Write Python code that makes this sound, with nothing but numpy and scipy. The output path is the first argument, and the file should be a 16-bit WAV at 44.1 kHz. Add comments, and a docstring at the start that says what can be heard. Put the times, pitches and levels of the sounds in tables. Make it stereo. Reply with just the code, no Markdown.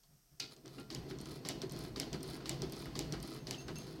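"""A sharp clack, then an old sewing machine stitches slowly through leather, about two stitches a second.
Each turn: a clack, a hard snap, a click and light ticks from steel contacts, and a rattle of the shuttle.
The shafts rumble the wooden table; each feed knocks the stand.
Near the end a small steel part is brushed and rings. Small quiet room, close mono sound, faint hiss."""
import sys
import numpy as np
from scipy import signal
from scipy.fft import rfft, irfft, next_fast_len
from scipy.io import wavfile
from scipy.ndimage import uniform_filter1d

SR = 44100
rng = np.random.default_rng(int(sys.argv[2]) if len(sys.argv) > 2 else 0)


def bounce(signal):
    """Save signal as a 16-bit WAV file at the path given by the first command-line argument."""
    frames = np.transpose(np.atleast_2d(signal))
    limited = np.clip(frames, -1, 1)
    pcm = np.round(limited * 32767).astype(np.int16)
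    wavfile.write(sys.argv[1], SR, pcm)


N = 176400
TIME_S = np.arange(N) / SR
AGE_S = TIME_S[:SR // 2]  # time since a blow

# Blows; levels in all tables are relative: start_s, level_db
ENGAGE_HITS = [(0.3982, -27.5), (0.4006, -26.5)]  # mechanism engages, double contact
PLAY_CLACKS = [(0.9023, -34.5), (1.4498, -32.5), (1.9599, -32.5), (2.457, -32.5), (2.953, -33),
               (3.469, -34)]  # linkage takes up its play
NEEDLE_SNAPS = [(0.948, -32.5), (1.4872, -24), (1.9985, -25), (2.4932, -24.5), (2.9908, -25.5),
                (3.509, -26)]  # needle bar reverses
FEED_CLICKS = [(0.5639, -51), (0.6579, -48), (0.6784, -47.5), (1.0976, -45.5), (1.6174, -34.5),
               (2.1296, -32.5), (2.6193, -34.5), (3.1233, -32.5), (3.6812, -43.5)]
TAKEUP_TICKS = [(0.0344, -57), (0.9263, -45), (1.1863, -44), (1.203, -46), (1.2565, -44.5), (1.4707, -40.5),
                (1.695, -41), (1.711, -46), (1.7347, -47), (1.7624, -43), (2.206, -47), (2.6962, -45.5),
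                (2.7342, -45.5), (2.7665, -43), (2.9745, -50), (3.2015, -47), (3.7571, -42)]
SHUTTLE_TINKS = [(0.7981, -52.5), (1.2116, -45), (1.286, -67), (1.3164, -50), (1.3593, -56), (1.72, -45),
                 (1.7888, -46), (1.8371, -51.5), (2.2296, -41), (2.2757, -51), (2.2997, -47.5),
                 (2.364, -54), (2.7217, -41.5), (2.791, -52), (2.818, -55), (2.8553, -50.5),
                 (3.2265, -42.5), (3.2743, -46), (3.3044, -51), (3.3423, -52.5), (3.7839, -45)]
CRANK_KNOCKS = [(0.422, -48.5), (0.654, -54), (0.782, -45.5), (0.959, -59), (1.109, -43), (1.258, -50),
                (1.501, -47), (1.627, -45.5), (1.848, -46.5), (2.03, -47), (2.14, -41.5), (2.353, -45),
                (2.404, -46), (2.519, -50), (2.632, -53), (2.857, -42.5), (3.136, -39.5), (3.161, -49),
                (3.354, -47), (3.543, -49), (3.683, -37.5)]  # cranks and foot
STAND_BUMPS = [(0.656, -55), (1.108, -41.5), (1.628, -37.5), (2.132, -38.5), (2.627, -42), (3.129, -45),
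               (3.684, -53)]
LEVER_JOLTS = [(0.401, -56.5), (0.783, -52.5)]
LINK_CHINKS = [(0.96, -45.5), (2.031, -40), (3.544, -38.5)]
# Shuttle passes: centre_s, half_length_s, level_db
SHUTTLE_SWINGS = [(0.524, 0.016, -57), (0.77, 0.051, -59.5), (1.106, 0.015, -55.5), (1.316, 0.053, -53.5),
                  (1.822, 0.053, -55), (2.316, 0.053, -53), (2.805, 0.048, -52), (3.308, 0.065, -53),
                  (3.604, 0.029, -58.5), (3.782, 0.03, -56.5), (3.882, 0.075, -58)]
# Touches on the small steel part: start_s, level_db, rise_s
STEEL_BRUSHES = [(3.39, -59, .01), (3.578, -45.5, 0.0064), (3.758, -45.5, 0.0064)]
# Envelopes of table boom and crank clatter: time_s, level_db
BOOM_ENVELOPE = [(0, -91), (.08, -83), (.11, -62.5), (.16, -66), (.22, -86), (.3, -86), (.33, -64),
                 (.39, -73), (.45, -58.5), (.55, -76), (.7, -58.5), (.79, -55.5), (.9, -57), (.99, -44.5),
                 (1.08, -53), (1.12, -49.5), (1.42, -52), (1.63, -50), (1.72, -47.5), (1.82, -47.5),
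                 (1.9, -48.5), (2.09, -50.5), (2.16, -43), (2.23, -56), (2.3, -45), (2.35, -54),
                 (2.48, -52.5), (2.53, -43.5), (2.59, -46), (2.64, -43.5), (2.78, -54), (2.89, -47),
                 (3.0, -49), (3.1, -42), (3.2, -45), (3.3, -56), (3.4, -50), (3.63, -52.5), (3.71, -45),
                 (4.0, -55)]
CLATTER_ENVELOPE = [(0.0, -90), (0.09, -89), (0.37, -83), (0.43, -57.5), (0.63, -65), (0.67, -52.5),
                    (0.76, -59), (0.79, -51), (0.88, -61.5), (0.91, -52), (1.09, -49.5), (1.12, -53),
                    (1.15, -51), (1.45, -52.5), (1.46, -50.5), (1.59, -47), (1.65, -46.5), (1.71, -57),
                    (1.76, -44.5), (1.96, -56.5), (1.97, -45), (2.32, -49.5), (2.56, -45.5), (2.61, -46),
                    (2.64, -40.5), (2.71, -49), (3.13, -47.5), (3.45, -54), (3.48, -48.5), (3.66, -51),
                    (3.69, -45), (3.74, -54.5), (3.89, -50), (4.0, -50)]

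# Ringing parts: pitch_hz, level_db, t60_s
FRAME_MODES = [(1980, -37, 0.17), (2360, -7, 0.078), (2650, -5.5, 0.27), (2940, 1, 0.35),
               (3450, -12.5, 0.16), (3730, 1, 0.22), (4120, -12, 0.05), (4720, 0, 0.4), (5330, -19, 0.2)]
SHUTTLE_MODES = [(8450, -18, 0.012), (8940, -8, 0.022), (10300, -5.5, .015), (10800, -13, 0.038),
                 (12840, -6, 0.028), (13800, -13, 0.017)]
STAND_MODES = [(263, -11.5, 0.18), (328, -12.5, 0.1), (377.5, 3, 0.21), (425.5, -6.5, 0.063)]
STEEL_MODES = [(2670, -1.5, 0.097), (2724, -6, .18), (6380, -3, 0.31), (6330, -9, 0.11), (9012, -30, .2)]
LEVER_MODES = [(1386, -5.5, .45), (2490, -8, 0.22), (2820, 3, 0.048)]
LINK_MODES = [(2926, 1, 0.0099), (3160, -0.5, .02)]
# Wood resonances: pitch_hz, width_hz, level_db
WOODWORK_MODES = [(131, 31.4, -7.5), (215, 25.3, -5.5), (267.2, 27, -2.5), (326.7, 20, 0),
                  (342.8, 11.4, -1), (379.3, 17.7, -2.5), (433.4, 15.3, -4.5), (499.4, 30, -13),
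                  (626.7, 16, -12), (686.6, 37, -16.5), (806, 24, -18), (1011.5, 16, -20)]
TABLETOP_MODES = [(55.8, 20, -10.5), (127.6, 17.2, -1.5), (148.8, 35.5, -3.5)]

# Contact spectra: freq_hz, density_db
ENGAGE_EQ = [(290, -78), (500, -57), (761, -16), (1060, -31), (1440, -13.5), (3650, -24), (4470, -3.5),
             (6330, -12.5), (7420, -25), (8700, -24), (16000, -35)]
CLACK_EQ = [(470, -59), (800, -24), (1140, -0.5), (1540, -15), (2730, -18.5), (4680, 3), (6250, -9.5),
            (6740, -38), (10800, -23), (16000, -39)]
SNAP_EQ = [(470, -104), (800, -8), (1370, -29.5), (2070, -5.5), (3340, -12.5), (5180, 3), (6170, -5),
           (7540, -1), (9100, -17), (11300, -7), (12900, -36), (15000, -12), (16000, -21)]
CLICK_EQ = [(880, -32), (1500, -20), (2590, -25), (3590, -9), (4420, -13), (5440, -4.5), (8160, -17),
            (8920, -14), (9750, -47), (12700, -39), (14800, -20), (16000, -35)]
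TINK_EQ = [(3000, -28), (5000, 1), (7500, -12), (9000, 9.5), (10000, -16), (10800, -6), (11600, -5.5),
           (12400, 2), (14000, -14), (16000, -15.5)]
KNOCK_EQ = [(200, -7), (500, 0), (1300, 8.5), (3000, -2), (4700, -4.5), (7000, -12), (16000, -35.5)]
# Ring, friction and background spectra: freq_hz, density_db
ENGAGE_TAIL_EQ = [(290, -42), (500, -12), (578, -31), (773, -13), (1190, -29), (1340, -12), (1550, -19),
                  (2460, -4), (2810, -7), (4530, 1.5), (9630, -26.5), (16000, -32)]
FRAME_TAIL_EQ = [(350, -40), (600, -0.5), (652, -2), (1280, -15.5), (1510, -15.5), (2070, -7), (2650, -14),
                 (2990, -7), (3390, -8.5), (4710, -5.5), (8860, -21.5), (13000, -27.5), (16000, -31)]
RATTLE_EQ = [(410, -7), (700, -2), (1360, -5.5), (1420, -7.5), (1730, -14.5), (2050, -6.5), (2880, -9.5),
             (3240, -4.5), (3840, -10), (4210, 3), (6830, -14.5), (10500, -20), (12600, -22), (13300, -40),
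             (16000, -34)]
THREAD_EQ = [(2000, -18), (4500, 5.5), (7000, 1), (9000, -6), (11000, 3), (13000, -12.5), (16000, -1)]
BEARING_EQ = [(240, -28), (400, -9), (1160, -20), (3470, -23.5), (4580, -18.5), (5960, -27.5), (6240, -29),
              (6850, -36), (10200, -44), (11400, -47), (16000, -40)]
ROOM_EQ = [(13, -21), (22, 2), (48, -2), (80, -25), (147, 2), (263, -25.5), (302, -15), (636, -26.5),
           (690, -12), (771, -23), (1130, -27), (1230, -20), (1410, -25), (2260, -27), (4140, -25.5),
           (5460, -16), (7600, -26.5), (8490, -18.5), (10000, -36), (11800, -20), (16000, -31)]
HISS_EQ = [(59, -38), (100, -12.5), (3780, -10.5), (4980, -9), (5420, -10), (5900, -2), (12700, 3),
           (16000, -6)]


def linkage():
    """Steel parts strike as the mechanism engages and turns."""
    return (strikes(ENGAGE_HITS, ENGAGE_EQ, ENGAGE_TAIL_EQ, gain_db=-6.5, rise_s=0.00059, t60_s=0.013,
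                    tail_db=-11.5, tail_t60_s=0.27, frame_db=-31.5, thud_db=-24)
            + strikes(PLAY_CLACKS, CLACK_EQ, FRAME_TAIL_EQ, gain_db=-5, rise_s=0.0005, t60_s=0.014,
                      tail_db=-9.5, tail_t60_s=0.22, frame_db=-28.5, thud_db=-5.5)
            + strikes(NEEDLE_SNAPS, SNAP_EQ, FRAME_TAIL_EQ, gain_db=-4, rise_s=0.0011, t60_s=0.0055,
                      tail_db=-16, tail_t60_s=0.26, frame_db=-29, thud_db=-14.5)
            + strikes(FEED_CLICKS, CLICK_EQ, RATTLE_EQ, gain_db=-2, rise_s=0.0007, t60_s=0.0063,
                      tail_db=-12.5, tail_t60_s=0.16, frame_db=-47, thud_db=-9)
            + strikes(TAKEUP_TICKS, CLICK_EQ, RATTLE_EQ, gain_db=-4, rise_s=0.00047, t60_s=0.0099,
                      tail_db=-9.5, tail_t60_s=0.1, frame_db=-43, thud_db=-16)
            + strikes(SHUTTLE_TINKS, TINK_EQ, RATTLE_EQ, gain_db=-2.5, rise_s=0.00055, t60_s=0.019,
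                      tail_db=-8, tail_t60_s=0.19, frame_db=-51, thud_db=-1.5)
            + strikes(CRANK_KNOCKS, KNOCK_EQ, KNOCK_EQ, gain_db=-6, rise_s=0.00079, t60_s=0.017,
                      tail_db=-6, tail_t60_s=0.17, frame_db=-18, thud_db=-0.5))


def strikes(events, crack_eq, tail_eq, gain_db, rise_s, t60_s, tail_db, tail_t60_s, frame_db, thud_db):
    """Steel contacts: short crack, dense tail from frame and room, frame modes, thud in the woodwork."""
    crack, tail, frame, thud = np.zeros((4, N))
    shared_tail = burst(rise_s=0.0042, t60_s=tail_t60_s)
    for start_s, level_db in events:
        gain = amp(level_db + gain_db)
        add(crack, start_s, gain * burst(rise_s, t60_s))
        fresh_tail = burst(rise_s=0.00067, t60_s=tail_t60_s)
        add(tail, start_s, gain * (shared_tail + fresh_tail) / np.sqrt(2))
        add(frame, start_s, gain * ring(FRAME_MODES))
        add(thud, start_s, gain * burst(rise_s=0.0028, t60_s=0.11))
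    flicker_power = uniform_filter1d(grains(rate_hz=5000, spread_db=3.5) ** 2, size=60)
    tail *= np.sqrt(abs(flicker_power))
    return (coloured(crack, crack_eq) + amp(tail_db) * coloured(tail, tail_eq)
            + amp(frame_db) * frame + amp(thud_db) * wood(thud, WOODWORK_MODES))


def shuttle(rub_db=-6, rattle_db=-3, tinkle_db=-18, crackle_db=-10):
    """The shuttle hits and rubs its race, ringing the casting; thin steel tinkles, thread crackles."""
    swing = sum(amp(level_db) * np.exp(-0.5 * (np.abs(TIME_S - centre_s) / half_length_s) ** 3)
                for centre_s, half_length_s, level_db in SHUTTLE_SWINGS)
    impacts = grains(rate_hz=380, spread_db=4)
    slips = grains(rate_hz=220, spread_db=4)
    rub = amp(rub_db) * rng.standard_normal(N)
    rattle = coloured(casting(swing * (impacts + rub), t60_s=0.027, wet_db=0), RATTLE_EQ)
    note = ring(SHUTTLE_MODES) * attack(rise_s=0.00027)
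    tinkle = signal.fftconvolve(swing * impacts, note / np.linalg.norm(note))[:N]
    crackle = coloured(casting(swing * slips, t60_s=0.0028, wet_db=14), THREAD_EQ)
    return amp(rattle_db) * rattle + amp(tinkle_db) * tinkle + amp(crackle_db) * crackle


def shafts(boom_db=-1, clatter_db=-2, slide_db=-11):
    """Turning shafts rock the table top, clatter in the woodwork and slide in their bearings."""
    boom = amp(np.interp(TIME_S, *np.transpose(BOOM_ENVELOPE)))
    clatter = amp(np.interp(TIME_S, *np.transpose(CLATTER_ENVELOPE)))
    rumble = signal.hilbert(wood(rng.standard_normal(N), TABLETOP_MODES))
    rumble_power = abs(uniform_filter1d(abs(rumble) ** 2, size=4000))
    rocking = unit(rumble.real / np.sqrt(rumble_power + 1e-3))  # evens out random swells
    knocking = wood(grains(rate_hz=300, spread_db=-0.5), WOODWORK_MODES)
    friction = grains(rate_hz=3000, spread_db=1.5)
    slide = coloured(casting(friction, t60_s=0.29, wet_db=3), BEARING_EQ)
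    return amp(boom_db) * boom * rocking + clatter * (amp(clatter_db) * knocking + amp(slide_db) * slide)


def stand():
    """The stand takes each feed's recoil with a hollow knock."""
    out = np.zeros(N)
    for start_s, level_db in STAND_BUMPS:
        add(out, start_s, amp(level_db) * ring(STAND_MODES) * attack(rise_s=0.007))
    return out


def small_parts():
    """A brushed steel part and a jolted loose lever ring; a link chinks."""
    out = np.zeros(N)
    for start_s, level_db, rise_s in STEEL_BRUSHES:
        add(out, start_s, amp(level_db) * ring(STEEL_MODES) * attack(rise_s))
    for events, modes in ((LEVER_JOLTS, LEVER_MODES), (LINK_CHINKS, LINK_MODES)):
        for start_s, level_db in events:
            add(out, start_s, amp(level_db) * ring(modes) * attack(rise_s=0.00072))
    return out


def wood(x, modes):
    """Wood resonances of alternating sign; keeps white-noise power."""
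    n_fft = next_fast_len(N + SR)
    hz = np.fft.rfftfreq(n_fft, 1 / SR)
    body = sum((-1) ** k * amp(db) * 1j * hz * width_hz / (pitch_hz ** 2 - hz ** 2 + 1j * hz * width_hz)
               for k, (pitch_hz, width_hz, db) in enumerate(modes))
    return irfft(rfft(x, n_fft) * body / np.sqrt(np.mean(abs(body) ** 2)), n_fft)[:N]


def casting(x, t60_s, wet_db):
    """The iron casting adds a dense ring; keeps white-noise power."""
    response = burst(rise_s=0.00032, t60_s=t60_s)
    response *= amp(wet_db) / np.linalg.norm(response)
    response[0] += 1  # direct path
    return signal.fftconvolve(x, response / np.linalg.norm(response))[:N]


def room(level_db=-70.5):
    """Steady noise of the still room."""
    return amp(level_db) * coloured(rng.standard_normal(N), ROOM_EQ)


def burst(rise_s, t60_s):
    """Noise with quick rise and decay, rms about 1 at its top."""
    envelope = (1 - np.exp(-(AGE_S / rise_s) ** 2)) * amp(-60 * AGE_S / t60_s)
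    envelope /= envelope.max()
    noise = envelope * rng.standard_normal(len(AGE_S))
    return noise * np.linalg.norm(envelope) / np.linalg.norm(noise)


def ring(modes, spread_db=1.1):
    """Damped modes; level and phase vary per blow."""
    return sum(amp(level_db + rng.normal(0, spread_db) - 60 * AGE_S / t60_s)
               * np.sin(2 * np.pi * (pitch_hz * AGE_S + rng.random()))
               for pitch_hz, level_db, t60_s in modes)


def attack(rise_s):
    """Exponential rise to 1."""
    return 1 - np.exp(-AGE_S / rise_s)


def grains(rate_hz, spread_db):
    """Tiny random impacts, rms 1."""
    impulses = (rng.random(N) < rate_hz / SR) * rng.choice([-1, 1], N)
    return unit(impulses * amp(spread_db * np.clip(rng.standard_normal(N), -2, 2)))


def coloured(x, eq):
    """Minimum-phase filter shaped by eq; keeps white-noise power."""
    n_fft = 2 * next_fast_len(len(x) // 2 + 4096)
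    freq_hz, density_db = np.transpose(eq)
    bin_hz = np.fft.rfftfreq(n_fft, 1 / SR)
    gain = unit(amp(np.interp(np.log(bin_hz + 1), np.log(freq_hz + 1), density_db)))
    cepstrum = irfft(np.log(np.maximum(gain, 1e-5)), n_fft)
    cepstrum[1:n_fft // 2] *= 2
    cepstrum[n_fft // 2 + 1:] = 0
    return irfft(rfft(x, n_fft) * np.exp(rfft(cepstrum)), n_fft)[:len(x)]


def amp(db):
    """Decibels to gain."""
    return 10 ** (np.asarray(db) / 20)


def unit(x):
    """Scale to rms 1."""
    return x / np.sqrt(np.mean(x ** 2) + 1e-20)


def add(track, start_s, sound):
    """Mix a sound in at start_s."""
    part = track[max(0, round(start_s * SR)):][:len(sound)]
    part += sound[:len(part)]


def scene():
    """Machine and room, same in both channels."""
    mono = linkage() + shuttle() + shafts() + stand() + small_parts() + room()
    return np.array([mono, mono])


def record(dry, hiss_db=-78.5, cutoff_hz=16200):
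    """Independent hiss per channel, then a brick-wall low-pass."""
    hiss = amp(hiss_db) * np.array([coloured(rng.standard_normal(N), HISS_EQ) for channel in dry])
    n_fft = next_fast_len(N + 8192)
    passband = np.fft.rfftfreq(n_fft, 1 / SR) < cutoff_hz
    return irfft(rfft(dry + hiss, n_fft) * passband, n_fft)[:, :N]


dry = scene()
out = record(dry)
bounce(out)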